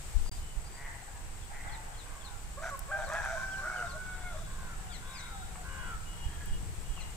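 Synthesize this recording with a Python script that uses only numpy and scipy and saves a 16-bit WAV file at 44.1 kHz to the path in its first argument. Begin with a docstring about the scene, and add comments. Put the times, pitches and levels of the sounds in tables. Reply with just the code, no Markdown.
"""Wind bumps the microphone and the sound cuts out once, over buzzing insects, soft wind and a high hiss.
Arching, buzz-shaken caws and pulsed hoarse ones follow far off, with fowl, thin wavering whistles
and a small bird's sliding chirps on the left; resonant noise bursts tick and knock now and then.
As a low hum fades in, a rooster crows: two fluttering membranes rasp, then hold a long thin note that sags.
Trees scatter the calls back as decaying noise; caws, chirps, whistles, wind and insects carry on after it."""
import sys
import numpy as np
from scipy import signal
from scipy.fft import rfft, irfft, next_fast_len
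from scipy.io import wavfile
from scipy.ndimage import uniform_filter1d, map_coordinates

SR = 44100
rng = np.random.default_rng(int(sys.argv[2]) if len(sys.argv) > 2 else 0)


def int16_out(signal):
    """Quantize to a 16-bit WAV file."""
    q = np.round(np.clip(np.atleast_2d(signal).T, -1, 1) * 32767)
    wavfile.write(sys.argv[1], SR, q.astype(np.int16))


N = 315756
TIME = np.arange(N) / SR

# resonances of the rooster's throat: f/Hz, level/dB
ROOSTER_THROAT = [(950, -11), (1100, -6.5), (1220, -5.5), (1350, -1.5), (1560, -0.5), (1720, -7.5),
                  (1950, -9), (2180, -15.5), (2330, -17), (2550, -19), (2850, -35), (3200, -24)]
LEFT_LEAD_S = .00006  # the small bird and the whistles reach the left port this much earlier


def amp(db):
    """Decibels to gain."""
    return 10 ** (np.asarray(db) / 20)


def unit(x):
    """Scale to rms 1."""
    return x / np.sqrt(np.mean(x ** 2) + 1e-20)


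def along(points, hz):
    """Read (f/Hz, value) points on a log frequency axis."""
    f, v = np.transpose(points)
    return np.interp(np.log(hz + 1), np.log(f + 1), v)


def curves(rows, at=TIME):
    """One curve for each column after the first, which is the time or position."""
    s, *cols = np.transpose(rows)
    return [np.interp(at, s, c) for c in cols]


def wobble(rate, size=N):
    """A smooth random curve, rate knots a second."""
    knots = rng.standard_normal(int(size * rate / SR) + 4)
    return map_coordinates(knots, [np.arange(size) * rate / SR], order=2)


def filtered(x, response):
    """x shaped by a response of frequency in Hz."""
    size = x.shape[-1]
    m = next_fast_len(size + 8192)
    return irfft(rfft(x, m) * response(np.fft.rfftfreq(m, 1 / SR)), m)[..., :size]


def coloured(x, spectrum):
    """x through a spectrum with steep ends just beyond its outer points, at rms 1."""
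    low_hz, high_hz = spectrum[0][0] / 1.2, spectrum[-1][0] * 1.2

    def response(hz):
        top = 1 / (1 + (hz / high_hz) ** 8)
        bottom = 1 / (1 + (low_hz / (hz + 1)) ** 8)
        return amp(along(spectrum, hz)) * top * bottom

    return unit(filtered(x, response))


def ring(x, centre_hz, width_hz):
    """x through one resonance applied twice."""
    def response(f):
        damping = 1j * f * width_hz
        return (damping / (centre_hz ** 2 - f * f + damping)) ** 2

    return filtered(x, response)


def turns(hz):
    """Phase in radians of a moving frequency."""
    return 2 * np.pi * np.cumsum(hz) / SR


def span(length):
    """0 to 1 over length seconds."""
    return np.linspace(0, 1, max(round(length * SR), 8))


def arch(u):
    """Strength of a call that swells and fades."""
    return np.sqrt(np.abs(np.sin(np.pi * u)))


def swell(s, width):
    """A bell of height 1 around s seconds."""
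    return np.exp(-((TIME - s) / width) ** 2)


def note(length, hz, glide, bow, waver, waver_rate, harmonics_db):
    """A note that swells and fades while its pitch glides along a bow."""
    u = span(length)
    pitch = hz * (1 + glide * (u - .5) - bow * (2 * u - 1) ** 2)
    phase = turns(pitch * (1 + waver * wobble(waver_rate, size=len(u))))
    harmonics = sum(amp(db) * np.sin(k * phase) for k, db in enumerate(harmonics_db, 1))
    return np.sqrt(2) * arch(u) * harmonics


def evened(x):
    """x with its slow swings of level taken out, near rms 1."""
    window_s = 0.028  # only unevenness shorter than this survives
    return x / np.sqrt(np.abs(uniform_filter1d(x ** 2, size=round(window_s * SR))) + 1e-9)


def add(track, s, x):
    """Mix x into track at s seconds."""
    part = track[max(round(s * SR), 0):][:len(x)]
    part += x[:len(part)]


def placed(x, left_db):
    """A sound leaning left by left_db."""
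    return x * amp(np.vstack([left_db / 2, -left_db / 2]))


def outdoors(x, left_db, wet_db, lead_s=0):
    """Direct sound, earlier on the left by lead_s, plus the scattered answer of the trees as decaying noise."""
    # how long the trees ring: f/Hz, time to fall 60 dB/s
    tree_decay = [(200, 0.35), (1500, 0.97), (4000, 0.34), (10000, 0.0088)]
    hz, t, z = signal.stft(rng.standard_normal((2, SR)), SR, nperseg=256)
    decay = amp(-60 * t / along(tree_decay, hz)[:, None])
    tail = signal.istft(z * decay, SR, nperseg=256)[1]
    tail = tail / np.linalg.norm(tail[0])
    direct = filtered(placed(x, left_db), lambda f: np.exp(1j * np.pi * lead_s * np.array([f, -f])))
    return direct + amp(wet_db) * signal.fftconvolve(direct, tail, axes=1)[:, :N]


def rush(spectrum):
    """Stereo noise of rms 1, alike in the bass and unrelated in the treble."""
    # likeness of left and right: f/Hz, correlation 0-1
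    likeness = [(25, 0.33), (60, 0.93), (130, 1), (300, 0.86), (800, 0.33), (1500, 0), (3000, 0), (8000, 0)]

    def mid_side(hz):
        angle = np.arccos(np.clip(along(likeness, hz), -1, 1)) / 2
        return np.array([np.cos(angle), np.sin(angle)])

    mid, side = filtered(rng.standard_normal((2, N)), mid_side)
    return coloured(np.array([mid + side, mid - side]), spectrum)


def rooster():
    """Two membranes of the syrinx; when pressed hard they flutter and the clean note breaks into a rasp."""
    # low rasp of the chest: f/Hz, level/dB
    chest_rasp = [(300, -18), (500, -11), (620, 4), (680, 2), (800, -9), (900, -7), (1100, -10)]
    # friction in the throat: f/Hz, level/dB
    friction_colour = [(2800, -12), (3200, -9), (3700, -2), (4400, -7), (5100, -11), (5800, 1), (6200, 2),
                       (6700, -5), (7200, 1), (8500, -10)]
    # how the tired rasp dulls: f/Hz, gain/dB
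    dulling_tilt = [(1650, 3.5), (1950, -4)]
    # stretch over which the rasp dulls and half tones creep in: start/s, end/s
    tired_span = (3.35, 3.634)
    pitch, over_gain, base_gain = syllables()
    rough, break_gain, friction_gain = breaks()
    # unsteadiness as shares of the pitch: slow drift, then fast jitter that grows with the rasp
    pitch = pitch * (1 + .0035 * wobble(35) + (.0055 + .028 * rough ** 2) * wobble(190))
    phase = turns(pitch)
    source = slaps(pitch, phase)
    tired = np.interp(TIME, tired_span, [0, 1])

    rasp = coloured(source, ROOSTER_THROAT)
    dulled = filtered(rasp, lambda hz: amp(along(dulling_tilt, hz)))
    rasp = (1 - tired) * rasp + tired * dulled
    # the rasp runs a quarter cycle off the clean note, so their powers add
    overtones = np.sqrt(1 - rough) * clean_note(pitch, phase) + np.sqrt(rough) * evened(rasp)
    # the tiring voice gains tones halfway between its harmonics
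    halves = phase / 2 + .5 * wobble(90)
    overtones = overtones + amp(-22.5) * tired * (np.sin(halves) + np.sin(halves + phase))

    low_rasp = evened(coloured(source, chest_rasp))
    base = np.sqrt(2 * (1 - rough)) * np.sin(phase) + np.sqrt(rough) * low_rasp
    breath = rng.standard_normal(N) * (1 + np.cos(phase))
    friction = amp(-58) * friction_gain * coloured(breath, friction_colour)
    shimmer = amp(1.3 * wobble(45))  # the overtones waver in strength
    voice = shimmer * break_gain * over_gain * overtones + base_gain * base + growls()
    heard = outdoors(voice, left_db=-.8, wet_db=-14.5, lead_s=.00006)
    # the left port hears more of the treble
    heard = filtered(heard, lambda hz: placed(0.89, along([(1600, 0), (5000, 19)], hz)))
    return heard + outdoors(friction, left_db=10.5, wet_db=-5)


def syllables():
    """Pressure builds, holds and drops in each syllable, lifting pitch/Hz, overtone gain and fundamental gain."""
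    # the crow's syllables: start/s, end/s, rise/s, fall/s, held pitch f/Hz, overtones level/dB,
    # change of the overtones at the edges/dB, fundamental level/dB
    crow_syllables = [(2.568, 2.775, 0.061, .075, 730.6, -39.5, -9.5, -51.5),
                      (2.881, 3.076, 0.037, 0.01215, 790, -34, -8.5, -45),
                      (3.056, 4.42, .055, .085, 784.7, -38.5, -3, -45)]
    # the long last syllable peaks, then sags as the bird tires:
    # t/s, pitch change/Hz, overtones change/dB, fundamental change/dB
    tiring_curve = [(3.12, 0, -1, 2.5), (3.18, 57, 3, 0.5), (3.22, 20, .5, -1), (3.3, -14.5, 1, 0),
                    (3.345, -25, -4.5, -10), (3.38, -17.5, -1.5, -16), (3.43, -14, 1.5, -7),
                    (3.48, -13.5, -1.5, -10), (3.565, -7.5, -1, -10), (3.6, 0, 1.5, -12),
                    (3.625, -25.5, -2.5, -10), (3.67, -46, 1, -14), (3.75, -44.5, -1.5, -2),
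                    (3.83, -72.5, 1, -6), (3.9, -86.5, -11, -22), (3.95, -66, -12, -19),
                    (3.985, -40, -5.5, -23), (4.13, -44.5, -4.5, -15), (4.22, -54.5, -6.5, -7),
                    (4.28, -64, -7.5, -9), (4.335, -100, -14.5, -7), (4.4, -150, -10, -4)]
    slack_hz, slack_base_db = 552, -5.5  # pitch and fundamental change with no pressure behind the voice
    attack_s, release_s = 0.016, 0.03
    snap = 8  # how abruptly the voice leaps from its slack register to the high one
    sag_hz, tired_db, tired_base_db = curves(tiring_curve)
    pitch, over, base = np.full(N, float(slack_hz)), np.zeros(N), np.zeros(N)
    for start, end, rise, fall, hz, over_db, edge_db, base_db in crow_syllables:
        ramp = lambda up, down: np.clip(np.minimum((TIME - start) / up, (end - TIME) / down), 0, 1)
        pressure = ramp(rise, fall) ** snap
        flow = ramp(attack_s, release_s)
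        pitch += pressure * (hz + sag_hz - slack_hz)
        over += flow * amp(over_db + tired_db + edge_db * (1 - pressure))
        base += flow * amp(base_db + tired_base_db + slack_base_db * (1 - pressure))
    return pitch, over, base


def breaks():
    """The note is nearly clean except where it breaks: roughness, overtone gain, friction gain."""
    # bouts of rasp: start/s, end/s, roughness 0-1, overtones change/dB, friction change/dB
    rasp_bouts = [(2.622, 2.708, .95, -1, 0), (2.972, 3.075, .8, -9, -5), (3.085, 3.165, .9, 0, -2),
                  (3.165, 3.205, .4, 0, -1), (3.205, 3.36, .88, 0, 0), (3.36, 3.44, .3, 0, -2),
                  (3.625, 3.94, .66, 0, -8), (4.32, 4.43, .7, 0, -8)]
    break_s, clean_rough = 0.018, 0.06  # time to break or clear; roughness of the clean note
    rough, level_db, friction = np.zeros((3, N))
    for start, end, depth, db, friction_db in rasp_bouts:
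        bout = np.clip(.5 + np.minimum(TIME - start, end - TIME) / break_s, 0, 1)
        rough = rough + depth * bout
        level_db = level_db + db * bout
        friction = friction + amp(friction_db) * bout
    return np.clip(rough, clean_rough, 1), amp(level_db), friction


def slaps(pitch, phase):
    """Two membranes beat together, which bunches their slaps and splits every harmonic into shifting lines."""
    # the second membrane is unsteady and stays below the first
    partner_hz = np.minimum(652, .83 * pitch) * (1 + .03 * wobble(110))
    beat = phase - turns(partner_hz)
    unsteady = phase - .4 * np.sin(beat) + .45 * wobble(330)
    train = sum(np.cos(k * unsteady) for k in range(1, 5))
    turbulence = 1.3 * rng.standard_normal(N) * (1 + np.cos(phase))
    flutter = 1 + 1.05 * np.sin(beat + .8 * wobble(70))
    return (train + turbulence) * flutter * (1 + .2 * wobble(420))


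def clean_note(pitch, phase):
    """Overtones of the held note, weighed by the throat relative to the octave."""
    # the octave drops out once: t/s, width/s, change/dB
    octave_catch = (4.202, .03, -40)
    # the third harmonic flares as the beak narrows: t/s, width/s, gain/dB
    third_flares = [(3.733, .028, 19), (4.09, 0.09, 9), (4.27, 0.05, 20)]
    catch_s, catch_width, catch_db = octave_catch
    octave_db = catch_db * swell(catch_s, catch_width)
    third_db = -10 + sum(db * swell(s, width) for s, width, db in third_flares)
    fourth_db = -10
    gain = lambda k: amp(along(ROOSTER_THROAT, k * pitch) - along(ROOSTER_THROAT, 2 * pitch))
    levels_db = [octave_db, third_db, fourth_db]
    return np.sqrt(2) * sum(amp(db) * gain(k) * np.sin(k * phase) for k, db in enumerate(levels_db, 2))


def growls():
    """The other side of the syrinx growls below the note, in short shaky notes."""
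    # t/s, length/s, f/Hz, glide as a share of the pitch, fundamental level/dB, octave level/dB
    growl_notes = [(2.57, .042, 575.6, 0.083, -48, -47), (2.594, 0.12, 657, 0.0074, -44.5, -62),
                   (2.708, 0.06, 564, -0.053, -59, -43), (2.9, 0.13, 630, 0.0053, -44, -54),
                   (3.082, 0.14, 660, 0.16, -45.5, -45), (3.295, 0.098, 662, -0.082, -40, -55),
                   (3.359, .1, 532, 0.021, -63, -46.5), (3.578, 0.081, 560, 0.073, -60, -51),
                   (3.618, 0.09, 631, 0.07, -48.5, -53), (3.76, 0.062, 499, -0.09, -56, -64),
                   (3.822, .065, 666, -0.17, -47, -55), (3.871, 0.11, 552, 0.0062, -64, -50),
                   (3.932, 0.049, 628, 0.13, -45.5, -64.5), (4.328, 0.049, 645, -0.21, -48, -62),
                   (4.395, .045, 660, -.14, -54.5, -62)]
    track = np.zeros(N)
    for s, length, hz, glide, db, octave_db in growl_notes:
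        growl = note(length, hz, glide, bow=0.045, waver=0.026, waver_rate=115.0,
                     harmonics_db=[db, octave_db])
        add(track, s, growl)
    return track * (1 + 0.37 * wobble(100))


def crows():
    """Each caw is an arching note shaken by a slow buzz, which splits its harmonics into combs."""
    # buzzing caws: t/s, length/s, f/Hz before the bend, buzz f/Hz, level/dB, lift of the second harmonic/dB
    caw_calls = [(2.031, 0.36, 563, 86.9, -59, 6), (4.44, 0.33, 552, 83.6, -54.5, 2.5),
                 (4.991, .39, 536, 90.3, -54, 2), (5.618, 0.36, 541.6, 86.1, -48.5, -2.5)]
    # course of a caw: share of its length, pitch ratio, level change/dB
    caw_course = [(0, 0.92, -17), (.1, 0.935, 1), (.32, 0.99, 2.5), (.55, 0.95, 3), (.75, .895, 2),
                  (.92, .805, 0), (1, .78, -13)]
    # resonances of the crow's throat: f/Hz, level/dB
    caw_colour = [(450, -18.5), (800, -19), (1050, -4), (1200, -5), (1320, 5), (1650, -5), (1820, -18),
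                  (2300, -15), (3500, -30.5)]
    chop_depth, shake_rad, breath = .25, .45, .45  # buzz in strength and in phase; air noise
    track = np.zeros(N)
    for s, length, hz, buzz_hz, db, low_db in caw_calls:
        u = span(length)
        bend, shape_db = curves(caw_course, u)
        phase = turns(hz * bend * (1 + 0.00827 * wobble(145.6, size=len(u))))
        buzz = turns(buzz_hz * (1 + .07 * wobble(70, size=len(u))))
        # the buzz shakes pitch more than strength, and relaxes towards the end of the caw
        depth = 1 - u ** 5
        chop = np.exp(chop_depth * depth * (np.cos(buzz) - 1))
        phase = phase + shake_rad * depth * np.sin(buzz + np.pi / 4)
        harmonics = sum(amp(low_db * (k == 2)) * np.sin(k * phase) for k in range(1, 7))
        voice = harmonics + breath * rng.standard_normal(len(u))
        add(track, s, amp(db + shape_db) * coloured(chop * voice, caw_colour))
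    return outdoors(track, left_db=-1, wet_db=-12, lead_s=-.0001)


def hoarse_caws():
    """Jittery pulses on an arching pitch ring three resonances of a crow's throat."""
    # hoarse far caws: t/s, length/s, throat f/Hz, level/dB, low resonance/dB
    hoarse_calls = [(0.745, 0.26, 1910, -52.5, -6), (1.072, 0.14, 1630, -65.5, 6),
                    (1.51, 0.26, 1930, -53, -10), (5.08, 0.23, 2170, -58.5, -12),
                    (6.25, 0.32, 1660, -58, -9)]
    track = np.zeros(N)
    for s, length, hz, db, low_db in hoarse_calls:
        u = span(length)
        pulse_hz = 140 * (1 - .04 * (2 * u - 1) ** 2 + .02 * wobble(200, size=len(u)))
        cycle = turns(pulse_hz) / (2 * np.pi)
        pulses = np.diff(np.floor(cycle), prepend=0) + .02 * rng.standard_normal(len(u))
        voice = unit(ring(pulses, hz, width_hz=330))
        voice = voice + amp(-8) * unit(ring(pulses, centre_hz=1440, width_hz=200))
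        voice = voice + amp(low_db) * unit(ring(pulses, centre_hz=890, width_hz=680))
        add(track, s, amp(db + 2.5 * wobble(60, size=len(u))) * arch(u) * voice)
    return outdoors(track, left_db=0, wet_db=-9)


def fowl():
    """Arching calls and rough clucks of fowl far ahead, each a wavering tone and its octave."""
    # t/s, length/s, f/Hz, glide as a share of the pitch, level/dB, octave/dB, waver as a share of the pitch
    fowl_calls = [(0.869, 0.055, 894, 0.034, -54.5, 4, .06), (1.019, 0.025, 797, -0.025, -54.5, -14, .08),
                  (1.075, 0.023, 812, -0.014, -53, -2, 0.097), (1.148, 0.024, 890, -0.017, -56, -18, .08),
                  (1.496, 0.048, 773, -0.09933, -51.5, -6, 0.095),
                  (1.638, 0.063, 764, 0.028, -53, 2, 0.092), (1.668, 0.15, 877, 0.1, -50.5, -14, 0.027),
                  (1.835, 0.1, 771, -0.1, -56.5, -3, 0.092), (2.19, 0.23, 815, -0.11, -60.5, -18, 0.061),
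                  (4.63, 0.25, 865, -0.055, -73, 11, 0.016), (4.749, 0.19, 766, -0.0086, -60.5, -9, 0.014),
                  (4.889, 0.038, 718, -0.088, -58.5, 4, .03), (5.315, 0.12, 786, -0.09, -51, -9, .012),
                  (5.417, 0.025, 718, -0.026, -62, 10, 0.018),
                  (5.567, 0.061, 734, -0.038, -53.5, -4, 0.056), (5.985, 0.025, 715, -.08, -68, 5, 0.04355),
                  (6.125, 0.161, 924, -0.11, -59.5, -9, 0.026)]
    track = np.zeros(N)
    for s, length, hz, glide, db, octave_db, waver in fowl_calls:
        call = note(length, hz, glide, bow=0.0313, waver=waver, waver_rate=256, harmonics_db=[0, octave_db])
        add(track, s, amp(db) * call)
    return outdoors(track, left_db=-1, wet_db=-7, lead_s=-.00025)


def birds():
    """A small bird on the left: notes slide down at one rate, and some chirps follow a short lower note."""
    # falling chirps: t/s, length/s, f/Hz, level/dB, strength of the lead-in note 0-1
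    chirp_notes = [(1.414, 0.032, 3438, -62, 0), (1.713, 0.056, 4020, -58, .8),
                   (1.971, 0.06, 3890, -58, 0.7), (2.237, 0.058, 4030, -55, 0.6),
                   (3.035, 0.064, 4200, -59, 0.7), (3.514, 0.039, 3150, -58.5, 0.3),
                   (3.565, .04, 4100, -62, 0), (3.759, 0.043, 2940, -56.5, 0.2),
                   (3.89, .045, 4286, -56, 0.61), (4.893, 0.059, 3390, -56.5, 0.4),
                   (5.18, .04, 6100, -57, 0), (6.96, 0.054, 2770, -54, 0)]
    # squeaks rich in overtones: t/s, length/s, f/Hz, level/dB
    squeak_notes = [(4.918, 0.05842, 2125, -57), (5.13, 0.088, 2300, -56.5), (7.001, 0.0305, 2070, -57.5)]
    # harmonics 1 to 3 of a squeak: level/dB
    squeak_harmonics = [-1, 2.5, -4]
    fall_per_s = 5  # share of its pitch that a note slides down each second
    lead_s, lead_length_s, lead_ratio = .036, .033, .85  # lead-in: head start, length, pitch over the chirp's

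    def slide(length, hz, harmonics_db):
        return note(length, hz, -fall_per_s * length, bow=0.0178, waver=.016, waver_rate=900,
                    harmonics_db=harmonics_db)

    track = np.zeros(N)
    for s, length, hz, db, lead in chirp_notes:
        add(track, s, amp(db) * slide(length, hz, [0]))
        add(track, s - lead_s, lead * amp(db) * slide(lead_length_s, lead_ratio * hz, [0]))
    for s, length, hz, db in squeak_notes:
        add(track, s, amp(db) * slide(length, hz, squeak_harmonics))
    return outdoors(track, left_db=8, wet_db=-7, lead_s=LEFT_LEAD_S)


def whistles():
    """Long thin tones that waver and flicker, blurred by distance."""
    # t/s, length/s, f/Hz, level/dB
    whistle_tones = [(.245, .13, 4760, -56.5), (.39, .17, 2980, -63.5), (.62, .2, 4700, -65),
                     (3.66, .25, 4400, -66), (3.85, .9, 3450, -69), (4.03, .7, 3790, -71),
                     (4.85, .65, 3435, -68), (5.02, .5, 3778, -60), (5.68, .24, 2920, -62.5),
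                     (5.73, .2, 3275, -64), (6.05, .1, 2915, -59.5), (6.18, .11, 2900, -59.5),
                     (6.02, .62, 3255, -65), (6.42, .2, 2890, -65), (6.77, .38, 3260, -65),
                     (6.8, .35, 2885, -66)]
    track = np.zeros(N)
    for s, length, hz, db in whistle_tones:
        u = span(length)
        phase = turns(hz * (1 + .007 * wobble(200, size=len(u))))
        flicker_db = 2.5 * wobble(35, size=len(u))
        add(track, s, amp(db) * arch(u) * unit(amp(flicker_db) * np.sin(phase)))
    return outdoors(track, left_db=7, wet_db=-7, lead_s=LEFT_LEAD_S)


def taps():
    """Straw ticks close by and a few dull knocks: quickly dying noise through a resonance."""
    # dry straw: t/s, peak level/dB, f/Hz, width/Hz
    straw_ticks = [(2.701, -44, 12500, 8000), (2.773, -44, 13000, 9000), (2.792, -28.5, 10100, 8040),
                   (3.09, -37, 6900, 4500), (3.135, -34, 6150, 4000), (3.149, -45, 6500, 5000),
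                   (3.25, -41, 9346, 1798), (6.458, -43, 12000, 9000)]
    # dull knocks: t/s, peak level/dB, f/Hz
    dull_knocks = [(0.261, -42, 800), (4.629, -41, 520), (5.556, -37, 1030), (6.977, -38.5, 1030)]
    ticks, knocks, t = np.zeros(N), np.zeros(N), np.arange(SR // 10) / SR
    for s, db, hz, width_hz in straw_ticks:
        snap = ring(rng.standard_normal(len(t)) * amp(-60 * t / .014), hz, width_hz)
        add(ticks, s, amp(db) * snap / np.abs(snap).max())
    for s, db, hz in dull_knocks:
        knock = ring(rng.standard_normal(len(t)) * amp(-60 * t / 0.021), hz, width_hz=810)
        add(knocks, s, amp(db) * knock / np.abs(knock).max())
    return outdoors(ticks, left_db=5, wet_db=-18) + outdoors(knocks, left_db=0, wet_db=-10)


def insects():
    """Wing strokes in short chirps excite a resonance."""
    # grass insects: f/Hz, width/Hz, strokes per second/Hz, chirps per second/Hz, level/dB, left over right/dB
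    grass_insects = [(7980, 580, 112, 6.6, -64.5, 9), (7560, 75, 81, 3.6, -80, 19),
                     (7190, 340, 110, 5.5, -75, 23), (8030, 1470, 140, 16, -70, 17)]
    out = np.zeros((2, N))
    for hz, width_hz, pulse_hz, chirp_hz, db, left_db in grass_insects:
        strokes = np.exp(1.5 * np.cos(turns(pulse_hz * (1 + .02 * wobble(10)))))
        chirp_cycle = np.sin(turns(chirp_hz * (1 + .1 * wobble(5))))
        chirps = 1 / (1 + np.exp(-4 * (chirp_cycle + .75)))
        song = unit(ring(rng.standard_normal(N) * strokes * chirps, hz, width_hz))
        out += outdoors(amp(db + .6 * wobble(2)) * song, left_db, wet_db=-4)
    return out


def hum():
    """Wavering low tones, perhaps a far engine, fade in as the crow begins."""
    # f/Hz, level/dB
    hum_tones = [(157, -63.5), (186, -66.5), (204, -73)]
    # fade-in: start/s, end/s
    hum_fade = (2.4, 3.6)
    lines = np.zeros(N)
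    for hz, db in hum_tones:
        level = amp(db + 2.7 * wobble(5))
        lines += level * np.sin(turns(hz * (1 + .03 * wobble(8))))
    return placed(np.sqrt(2) * np.interp(TIME, hum_fade, [0, 1]) * lines, left_db=-1)


def sizzle():
    """A faint high hiss on the left, resonant noise, swells and fades behind the crow."""
    # t/s, swell width/s, f/Hz, width/Hz, level at the height of the swell/dB
    sizzle_swell = (3.5, 0.5, 5603, 2400, -59)
    s, width, hz, width_hz, db = sizzle_swell
    noise = unit(ring(rng.standard_normal((2, N)), hz, width_hz))
    return placed(amp(db) * swell(s, width) * noise, left_db=7)


def air():
    """Wind rumble with single pressure bumps, the murmur of open land and a high hiss."""
    # strength of the breeze: t/s, level/dB
    breeze_course = [(0, -40.5), (.3, -40), (.8, -43.5), (2.3, -43.5), (2.8, -43.5), (4.6, -42.5),
                     (5.15, -43.5), (6.1, -41.5), (6.55, -37), (7.16, -42.5)]
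    # wind rumble: f/Hz, level/dB
    rumble_colour = [(8.8, -9.5), (15, 4.5), (28, -1.5), (55, -5), (135, -16), (187, -22.5), (229, -32.5),
                     (285, -29), (392, -31.5), (421, -29.5), (480, -28.5), (620, -61), (1060, -120)]
    # wind on the ports: t/s, level of a centred bump/dB, width/s, side (1 left only, -1 right only)
    wind_bumps = [(0.166, -19, 0.0087, 1), (0.221, -25, 0.021, 0.91), (0.265, -31.5, 0.026, 1),
                  (.387, -31.5, 0.0078, 0.55), (0.579, -28, 0.0093, -0.89), (2.826, -33, 0.01, -0.74),
                  (4.658, -37, 0.017, -.3), (4.785, -37.5, 0.019, -0.71), (6.266, -27, 0.0063, -0.83),
                  (6.523, -31, 0.026, -1.3), (6.907, -29.5, 0.01, -1)]
    # murmur of open land: f/Hz, level/dB
    field_colour = [(150, -3.5), (300, -8.5), (500, -7), (800, 0.5), (1200, -4), (2000, -6.5),
                    (3000, -12.5), (5000, -44), (9000, -57)]
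    # high hiss: f/Hz, level/dB
    hiss_colour = [(1500, 7), (3500, 6.5), (5500, 5.5), (7000, 8), (8000, 11.5), (9000, 7.5), (10500, 1),
                   (15000, -1)]
    # course of the hiss: t/s, level/dB
    hiss_course = [(0, -51.5), (.38, -51), (.45, -55), (7.16, -53.5)]
    buffet_db, = curves(breeze_course)
    rumble = amp(buffet_db + 1.14 * wobble(9)) * rush(rumble_colour)
    rumble = placed(rumble, 3 * wobble(3.97))  # the wind swings from port to port
    for s, db, width, side in wind_bumps:
        u = (TIME - s) / width
        bump = (1 - 2 * u ** 2) * np.exp(-u ** 2)
        rumble = rumble + amp(db) * np.vstack([1 + side, 1 - side]) * bump
    field = amp(-54.7 + 1.4 * wobble(7.2)) * rush(field_colour)
    hiss_db, = curves(hiss_course)
    # the hiss leans left, most of all around 8 kHz
    lean = [(2000, 1.4), (5000, 2.8), (8000, 4.3), (13000, 0.34)]
    hiss = filtered(amp(hiss_db) * rush(hiss_colour), lambda hz: placed(1, along(lean, hz)))
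    return rumble + field + hiss


def scene():
    """Everything heard from the edge of the field."""
    calls = rooster() + crows() + hoarse_caws() + fowl() + birds() + whistles()
    return calls + taps() + insects() + hum() + sizzle() + air()


def record(dry):
    """The sound cuts out for a moment; nothing is kept above the band limit."""
    # cut-out: start/s, end/s
    silent_gap = (.295, .315)
    live = 1.0 * ((TIME < silent_gap[0]) | (TIME > silent_gap[1]))
    live = uniform_filter1d(live, size=40)  # soft edges
    return filtered(dry * live, lambda hz: hz < 15600)


dry = scene()
out = record(dry)
int16_out(out)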